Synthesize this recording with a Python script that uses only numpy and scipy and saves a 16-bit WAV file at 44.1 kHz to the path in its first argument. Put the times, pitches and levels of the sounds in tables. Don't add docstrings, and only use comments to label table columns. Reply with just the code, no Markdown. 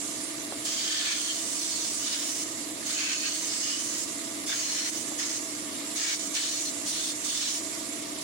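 import sys
import numpy as np
from scipy import signal
from scipy.io import wavfile
from scipy.ndimage import uniform_filter1d

SR = 44100
rng = np.random.default_rng(int(sys.argv[2]) if len(sys.argv) > 2 else 0)


def persist_wave(psi):
    counts = np.round(np.clip(psi, -1, 1) * 32767).astype(np.int16)
    wavfile.write(sys.argv[1], SR, np.atleast_2d(counts).T)


N = 362943
TIME = np.arange(N) / SR

# start/s, end/s, strike/dB, rush on the face/dB, left-right/dB
PASSES = [ (0.648, 2.433, -33, 2.5, 2), (2.857, 4.043, -33.5, 0, 1.5), (4.466, 4.9, -32.5, 0, 3),
          (4.922, 5.028, -39.5, 1, -4), (5.179, 5.381, -34.5, -0.5, 2), (5.954, 6.167, -32.5, 3.5, 3.5),
          (6.186, 6.28, -38, 3, -1), (6.34, 6.7, -32, 4.5, 4), (6.859, 7.121, -32, 6.5, 3.5),
          (7.239, 7.595, -32.5, 5.5, 2), ]


def spray(on_part, level_db, bore_db, face_db, edge_db, top_share, wander_db, wander_hz, flicker_db):
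    spectrum = [(700, -19), (1100, -10.5), (1800, -7), (2500, -6), (3300, -3), (4500, 0.5), (6700, 2.5),
                (7900, -2), (8700, -1), (9800, -9.5), (11000, -28), (13300, -19), (14500, -25),
                (15600, -11)]
    sides = [(1000, 9.5), (1800, 4), (3000, -1), (4500, -5.5), (6700, -6), (8500, -17), (10000, -7.5),
             (13000, 10), (15500, -7)]
    strike_db, rush_db, side_db = in_time([(t, *levels) for start, end, *levels in PASSES
                                           for t in (start, end)])
    depth = aim_depth()
    roar = bore_db + 11 * depth
    rush = face_db + rush_db + 16 * np.tanh(depth / 0.99)
    sizzle = edge_db - 13.5 * depth
    zones_hz = [2210, 3600, 6940, 9500, 14000]
    zones_db = [roar, rush, 0, sizzle, top_share * sizzle]
    impacts = grit(per_s=9000, spread_db=2.5, air_db=2.0)
    hiss = 0
    for hz, band in bands(impacts, 800, 16500, count=30):
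        weights = [np.interp(np.log(hz), np.log(zones_hz), zone) for zone in np.eye(len(zones_hz))]
        angle_db = sum(weight * db for weight, db in zip(weights, zones_db) if weight)
        gain = from_db(at_hz(spectrum, hz) + angle_db + wander_db * drift(wander_hz))
        hiss += band * gain * panned(at_hz(sides, hz))
    rung = tube(hiss, depth, wander_db=2.5, wander_hz=1.1)
    swell = from_db(strike_db + level_db + 4.5 * depth + flicker_db * drift(25))
    return rung * panned(side_db) * on_part * swell


def grit(per_s, spread_db, air_db):
    shape = (2, 2, N)
    hits = (rng.random(shape) < per_s / SR) * rng.standard_normal(shape)
    sizes = from_db(spread_db * np.minimum(rng.exponential(1, N), 4))
    return rms_one(rms_one(hits * sizes) + from_db(air_db) * rng.standard_normal(shape))


def aim_depth():
    curves = [
        [(0.67, 0.44), (0.88, 0.69), (0.96, 0.81), (1.13, 0.96), (1.21, 0.46), (1.26, 0.33), (1.3, 0.56),
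         (1.35, 0.25), (1.46, 0), (1.7, 0.4), (1.85, 0.41), (1.98, 0), (2.08, 0.58), (2.11, 0.33), (2.14, 0.74),
         (2.18, 0.26), (2.22, 0.44), (2.33, 0.08)],
        [(2.9, 0.61), (2.95, 0.51), (3.01, 0.98), (3.13, 0.94), (3.19, 0.44), (3.26, 0.94), (3.33, 0.38),
         (3.46, 0.36), (3.53, 0.72), (3.6, 0.45), (3.7, 0.9), (3.84, 0.1), (3.95, 0.33)],
        [(4.53, 0.97), (4.57, 0.55), (4.65, 0.44), (4.75, 0.61), (4.875, 0.59)],
        [(4.96, 0.34)],
        [(5.2, 0.74), (5.24, 0.84), (5.29, 0.46), (5.37, 0.46)],
        [(5.98, 0.55), (6.03, 0.77), (6.14, 0.68)],
        [(6.21, 0.4)],
        [(6.37, 0.84), (6.41, 0.55), (6.44, 0.64), (6.5, 0.42), (6.58, 0.18), (6.68, 0.13)],
        [(6.98, 0.25), (7.1, 0.18)],
        [(7.3, 0.33), (7.45, 0.58), (7.55, 0.23)],
    ]
    entry_depth, exit_depth = 0.07, 0.052
    points = []
    for (start, end, *_), turns in zip(PASSES, curves):
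        points += [(start, entry_depth), *turns, (end, exit_depth)]
    return in_time(points)[0]


def pass_envelope(attack_s, release_s, hold_s=0):
    share = np.zeros(N)
    for start, end, *_ in PASSES:
        rise = np.clip((TIME - start) / attack_s + .5, 0, 1)
        decay = np.exp(-np.maximum(TIME - end - hold_s, 0) / release_s)
        share = np.maximum(share, rise * decay)
    return share


def tube(x, depth, wander_db, wander_hz, fade_s=0.03, share_s=0.018):
    # f/Hz, lift when grazed/dB, lift with the jet down the bore/dB
    modes = [(1764, -3.5, 7.5), (2263, -2, 8.5), (3008, 7.5, 4), (3550, 1.5, 2), (4350, 1.5, 2),
             (4680, 0.5, -2), (5170, 0.5, 3.5), (5930, 3.5, -1.5), (6450, 5, 4.5), (6920, 4.5, 3),
             (7620, 1, 4.5), (8030, 1, 11), (9030, -3, 7.5), (9260, 4.5, 7.5), (9730, 4, 9.5)]
    # start/s, end/s, f/Hz, lift/dB
    notes = [ (0.65, 1.33, 3210, 8.5), (0.85, 1.33, 1755, 6), (0.76, 1.02, 4570, 6.5),
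             (0.65, 1.0, 5900, 2.5), (1.082, 1.196, 2400, 7), (1.502, 2.08, 6100, 2.5),
             (1.55, 2.05, 6500, -1), (1.502, 2.004, 7730, 3), (1.58, 1.9, 4570, 2), (2.03, 2.3, 3650, 1),
             (2.93, 3.3, 1570, 6.5), (2.95, 3.3, 2580, 14), (2.9, 3.35, 4380, 5.5), (2.93, 3.3, 6740, 10),
             (2.98, 3.4, 3010, 2.5), (3.48, 3.8, 4690, 7), (3.5, 3.8, 5250, 7), (3.55, 3.8, 8000, 7),
             (4.488, 4.56, 1570, 12.5), (4.577, 4.89, 1950, 6.5), (4.58, 4.89, 2380, 4),
             (4.6, 4.89, 5580, 7.5), (5.18, 5.37, 1920, 8), (5.18, 5.37, 6370, 4), (5.98, 6.15, 1900, 7),
             (5.98, 6.148, 8400, 5), (6.52, 6.7, 6100, 3), (6.87, 7.113, 3250, 2), (7.383, 7.59, 5400, 7), ]
    base_width_hz, widening = 55, 0.012
    out = x.copy()
    for hz, grazed_db, bore_db in modes:
        lift_db = grazed_db + (bore_db - grazed_db) * depth + wander_db * drift(wander_hz)
        out += (from_db(lift_db) - 1) * resonate(x, hz, base_width_hz + widening * hz)
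    for start, end, hz, lift_db in notes:
        held = np.clip(np.minimum(TIME - start, end - TIME) / fade_s + .5, 0, 1)
        now = held > 0
        ringing = resonate(out[:, now], hz, base_width_hz + widening * hz)
        out[:, now] += (from_db(lift_db * held[now]) - 1) * ringing
    power_in = uniform_filter1d(np.mean(x ** 2, axis=0), int(share_s * SR))
    power_out = uniform_filter1d(np.mean(out ** 2, axis=0), int(share_s * SR))
    return out * np.sqrt(power_in / power_out)


def free_jet(dimmed, level_db, dim_db, flicker_db, patchy_db):
    spectrum = [(700, -11.5), (1150, -5.5), (1500, -7), (2100, -0.5), (2550, -9.5), (3500, -1.5),
                (5000, -1), (6200, -0.5), (7200, 0.5), (8200, 0), (10300, -3), (11500, -12.5),
                (13000, -16.5), (15600, -20)]
    sides = [(700, -12), (1100, 4), (2000, -0.5), (3500, -1.5), (5000, -4), (7000, -3), (8200, -28),
             (10500, -15.5), (15000, -11)]
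    nozzle_modes = [(950, 24, 9.5), (1157, 97, 7.8), (1260, 20, 1.5), (2140, 300, 3.2), (2700, 260, 5),
                    (7310, 150, 7.7), (8400, 70, 1.6), (10440, 113, 9.3), (10790, 83, 6.2)]
    stream = grit(per_s=7000, spread_db=2.5, air_db=3.0)
    rush = 0
    for hz, band in bands(stream, 700, 16500, count=18):
        dip_db = dim_db * dimmed * min(hz / 10000, 1)
        gain = from_db(at_hz(spectrum, hz) + dip_db + patchy_db * drift(18))
        rush += band * gain * panned(at_hz(sides, hz))
    hiss = lifted(rush, nozzle_modes) * from_db(level_db + flicker_db * drift(27))
    tone = whistle(hz=9278, width_hz=34, channels=1)
    settled_db, onset_lift_db, settle_s = -53.5, 11, 0.82
    tone_db = settled_db + onset_lift_db * np.exp(-TIME / settle_s) + dim_db * dimmed
    return hiss + tone * from_db(tone_db) * panned(side_db=-24)


def rim_tones(width_hz, rise_s, fall_s, flutter_db, flutter_hz):
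    tones = [(1.275, 0.051, 3130, -30), (1.603, 0.49, 6030, -43), (3.62, 0.15, 2930, -37.5),
             (4.477, 0.06, 3560, -35), (4.55, 0.07, 4580, -40), (4.6, 0.2, 4200, -39),
             (4.78, 0.115, 4230, -37), (6.54, 0.07, 4320, -39), (6.643, 0.058, 4230, -37),
             (7.44, 0.15, 5400, -42)]
    out = 0
    for start, length, hz, db in tones:
        held = np.clip(np.minimum((TIME - start) / rise_s, (start + length - TIME) / fall_s), 0, 1)
        out += whistle(hz, width_hz, channels=2) * held * from_db(db)
    return out * from_db(flutter_db * drift(flutter_hz))


def fringe(dimmed, level_db, dim_db, hz, width_hz, fade_s):
    grazing = np.maximum(pass_envelope(attack_s=0.015, release_s=fade_s), np.exp(-TIME / fade_s))
    gain = grazing * from_db(level_db + dim_db * dimmed)
    return whistle(hz, width_hz, channels=2) * gain * panned(side_db=-10.0)


def walls(x, echo_db, sway_s):
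    echoes, reflection = 4, from_db(echo_db)
    out = x.copy()
    for side in range(2):
        for lag_s in rng.uniform(.002, .009, size=echoes):
            emitted = np.rint((TIME - lag_s - sway_s * drift(0.98)) * SR).astype(int)
            out[side] += reflection * x[side, np.clip(emitted, 0, N - 1)]
    return out / np.sqrt(1 + echoes * reflection ** 2)


def knocks(level_db):
    blows = [(0.5231, -25.5), (0.535, -34), (5.119, -31.5)]
    modes = [(395, -8, 0.054), (576, -6.5, 0.044), (690, -2, 0.025), (790, -7, 0.03), (1050, -12, 0.025),
             (1340, -11, 0.02)]
    out = np.zeros(N)
    for start, db in blows:
        age = np.clip(TIME - start, 0, 1)
        for hz, mode_db, t60 in modes:
            decay = np.exp(-np.log(1000) * age / t60)
            out += from_db(level_db + db + mode_db) * decay * np.sin(2 * np.pi * hz * age)
    low_cut = signal.butter(2, 220, "high", fs=SR, output="sos")
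    return signal.sosfilt(low_cut, out)


def extractor(duct_db, fan_db, side_db):
    spectrum = [(25, -34), (50, -36), (75, -17.5), (100, -15), (135, -8.5), (165, -16), (220, -3.5),
                (290, -2), (390, -7), (480, -9), (610, -7.5), (800, -20.5), (1200, -23)]
    duct_modes = [(290, 105, 2.3), (654, 190, 2.3)]
    fan_tones = [(285, 4.95, -9.5), (303.7, 9.2, -1.5), (332.2, 8.21, -9), (659.2, 11.24, -9.5),
                 (992, 9.36, -18.5)]
    white = rng.standard_normal((2, 2, N))
    air = sum(band * from_db(at_hz(spectrum, hz)) for hz, band in bands(white, 22, 1400, count=18))
    tones = 0
    for hz, wander_hz, db in fan_tones:
        pitch = hz + wander_hz * drift(25)
        tones += from_db(db) * np.sqrt(2) * np.sin(2 * np.pi * np.cumsum(pitch) / SR)
    drone = from_db(duct_db) * rms_one(lifted(air, duct_modes)) + from_db(fan_db) * tones
    return drone * panned(side_db)


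def flutter(depth, width_s, rate_hz, first_s):
    cycles_from_dip = ((TIME - first_s) * rate_hz + .5) % 1 - .5
    return 1 - depth * np.exp(-(cycles_from_dip / rate_hz / width_s) ** 2)


def gain_control(x, threshold_db, slope, follow_s):
    pole = np.exp(-1 / (follow_s * SR))
    power = signal.lfilter([1 - pole], [1, -pole], np.mean(x ** 2, axis=0))
    excess_db = np.maximum(10 * np.log10(power + 1e-12) - threshold_db, 0)
    return x * from_db(-slope * excess_db)


def bands(noises, low_hz, high_hz, count):
    likeness = [(50, 1), (300, 0.67), (520, 0.00095), (900, 0), (3000, 0.044), (5000, 0.041), (15000, 0)]
    edges = np.geomspace(low_hz, high_hz, count + 1)
    for k in range(count):
        sos = signal.butter(2, edges[k:k + 2], "band", fs=SR, output="sos")
        hz = np.sqrt(edges[k] * edges[k + 1])
        mid, side = signal.sosfilt(sos, noises[k % 2])
        alike = at_hz(likeness, hz)
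        yield hz, np.sqrt(1 + alike) * mid + np.sqrt(1 - alike) * side * np.array([[1], [-1]])


def whistle(hz, width_hz, channels):
    turbulence = rng.standard_normal((channels, N))
    return rms_one(resonate(resonate(turbulence, hz, width_hz), hz, width_hz))


def resonate(x, hz, width_hz):
    r = np.exp(-np.pi * width_hz / SR)
    feedback = [1, -2 * r * np.cos(2 * np.pi * hz / SR), r * r]
    return signal.lfilter(np.array([1, 0, -1]) * (1 - r * r) / 2, feedback, x)


def lifted(x, resonances):
    return x + sum((from_db(lift_db) - 1) * resonate(x, hz, width) for hz, width, lift_db in resonances)


def drift(rate_hz):
    step, run_in = 100, 1000
    r = np.exp(-2 * np.pi * rate_hz * step / SR)
    noise = rng.standard_normal(N // step + run_in + 2)
    slow = signal.lfilter([1], [1, -2 * r, r * r], noise)[run_in:]
    return np.interp(np.arange(N) / step, np.arange(len(slow)), rms_one(slow))


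def panned(side_db):
    ratio = from_db(np.atleast_1d(side_db))
    return np.array([ratio, np.ones_like(ratio)]) * np.sqrt(2 / (1 + ratio ** 2))


def in_time(rows):
    times, *columns = np.transpose(rows)
    return [np.interp(TIME, times, column) for column in columns]


def at_hz(points, hz):
    frequencies, values = np.transpose(points)
    return np.interp(np.log(hz), np.log(frequencies), values)


def from_db(db):
    return 10 ** (np.asarray(db) / 20)


def rms_one(x):
    return x / np.sqrt(np.mean(x ** 2) + 1e-20)


def scene():
    on_part = pass_envelope(attack_s=0.019, release_s=0.01)
    dimmed = pass_envelope(attack_s=0.044, release_s=0.0033, hold_s=0.027)
    blast = spray(on_part, level_db=6.0, bore_db=-6.5, face_db=-9.5, edge_db=4.0, top_share=0.26,
                  wander_db=1.14, wander_hz=8.1, flicker_db=1.0)
    jet = free_jet(dimmed, level_db=-35.5, dim_db=-2.0, flicker_db=0.5, patchy_db=1.53)
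    tones = rim_tones(width_hz=140, rise_s=0.022, fall_s=0.014, flutter_db=0.5, flutter_hz=69)
    brush = fringe(dimmed, level_db=-34.5, dim_db=-5.0, hz=7050, width_hz=2600, fade_s=0.22)
    hiss = walls(blast + jet + tones + brush, echo_db=-15.0, sway_s=.00012)
    drone = extractor(duct_db=-43.5, fan_db=-44.0, side_db=1.5)
    mix = hiss + knocks(level_db=-2.0) + drone
    return mix * flutter(depth=0.21, width_s=0.0019, rate_hz=31.23, first_s=0.0077)


def record(dry):
    ceiling, cutoff_hz = 0.13, 15850
    compressed = gain_control(dry, threshold_db=-31.0, slope=0.53, follow_s=0.018)
    rounded = ceiling * np.tanh(compressed / ceiling)
    return signal.sosfilt(signal.ellip(12, .1, 85, cutoff_hz, fs=SR, output="sos"), rounded)


dry = scene()
out = record(dry)
persist_wave(out)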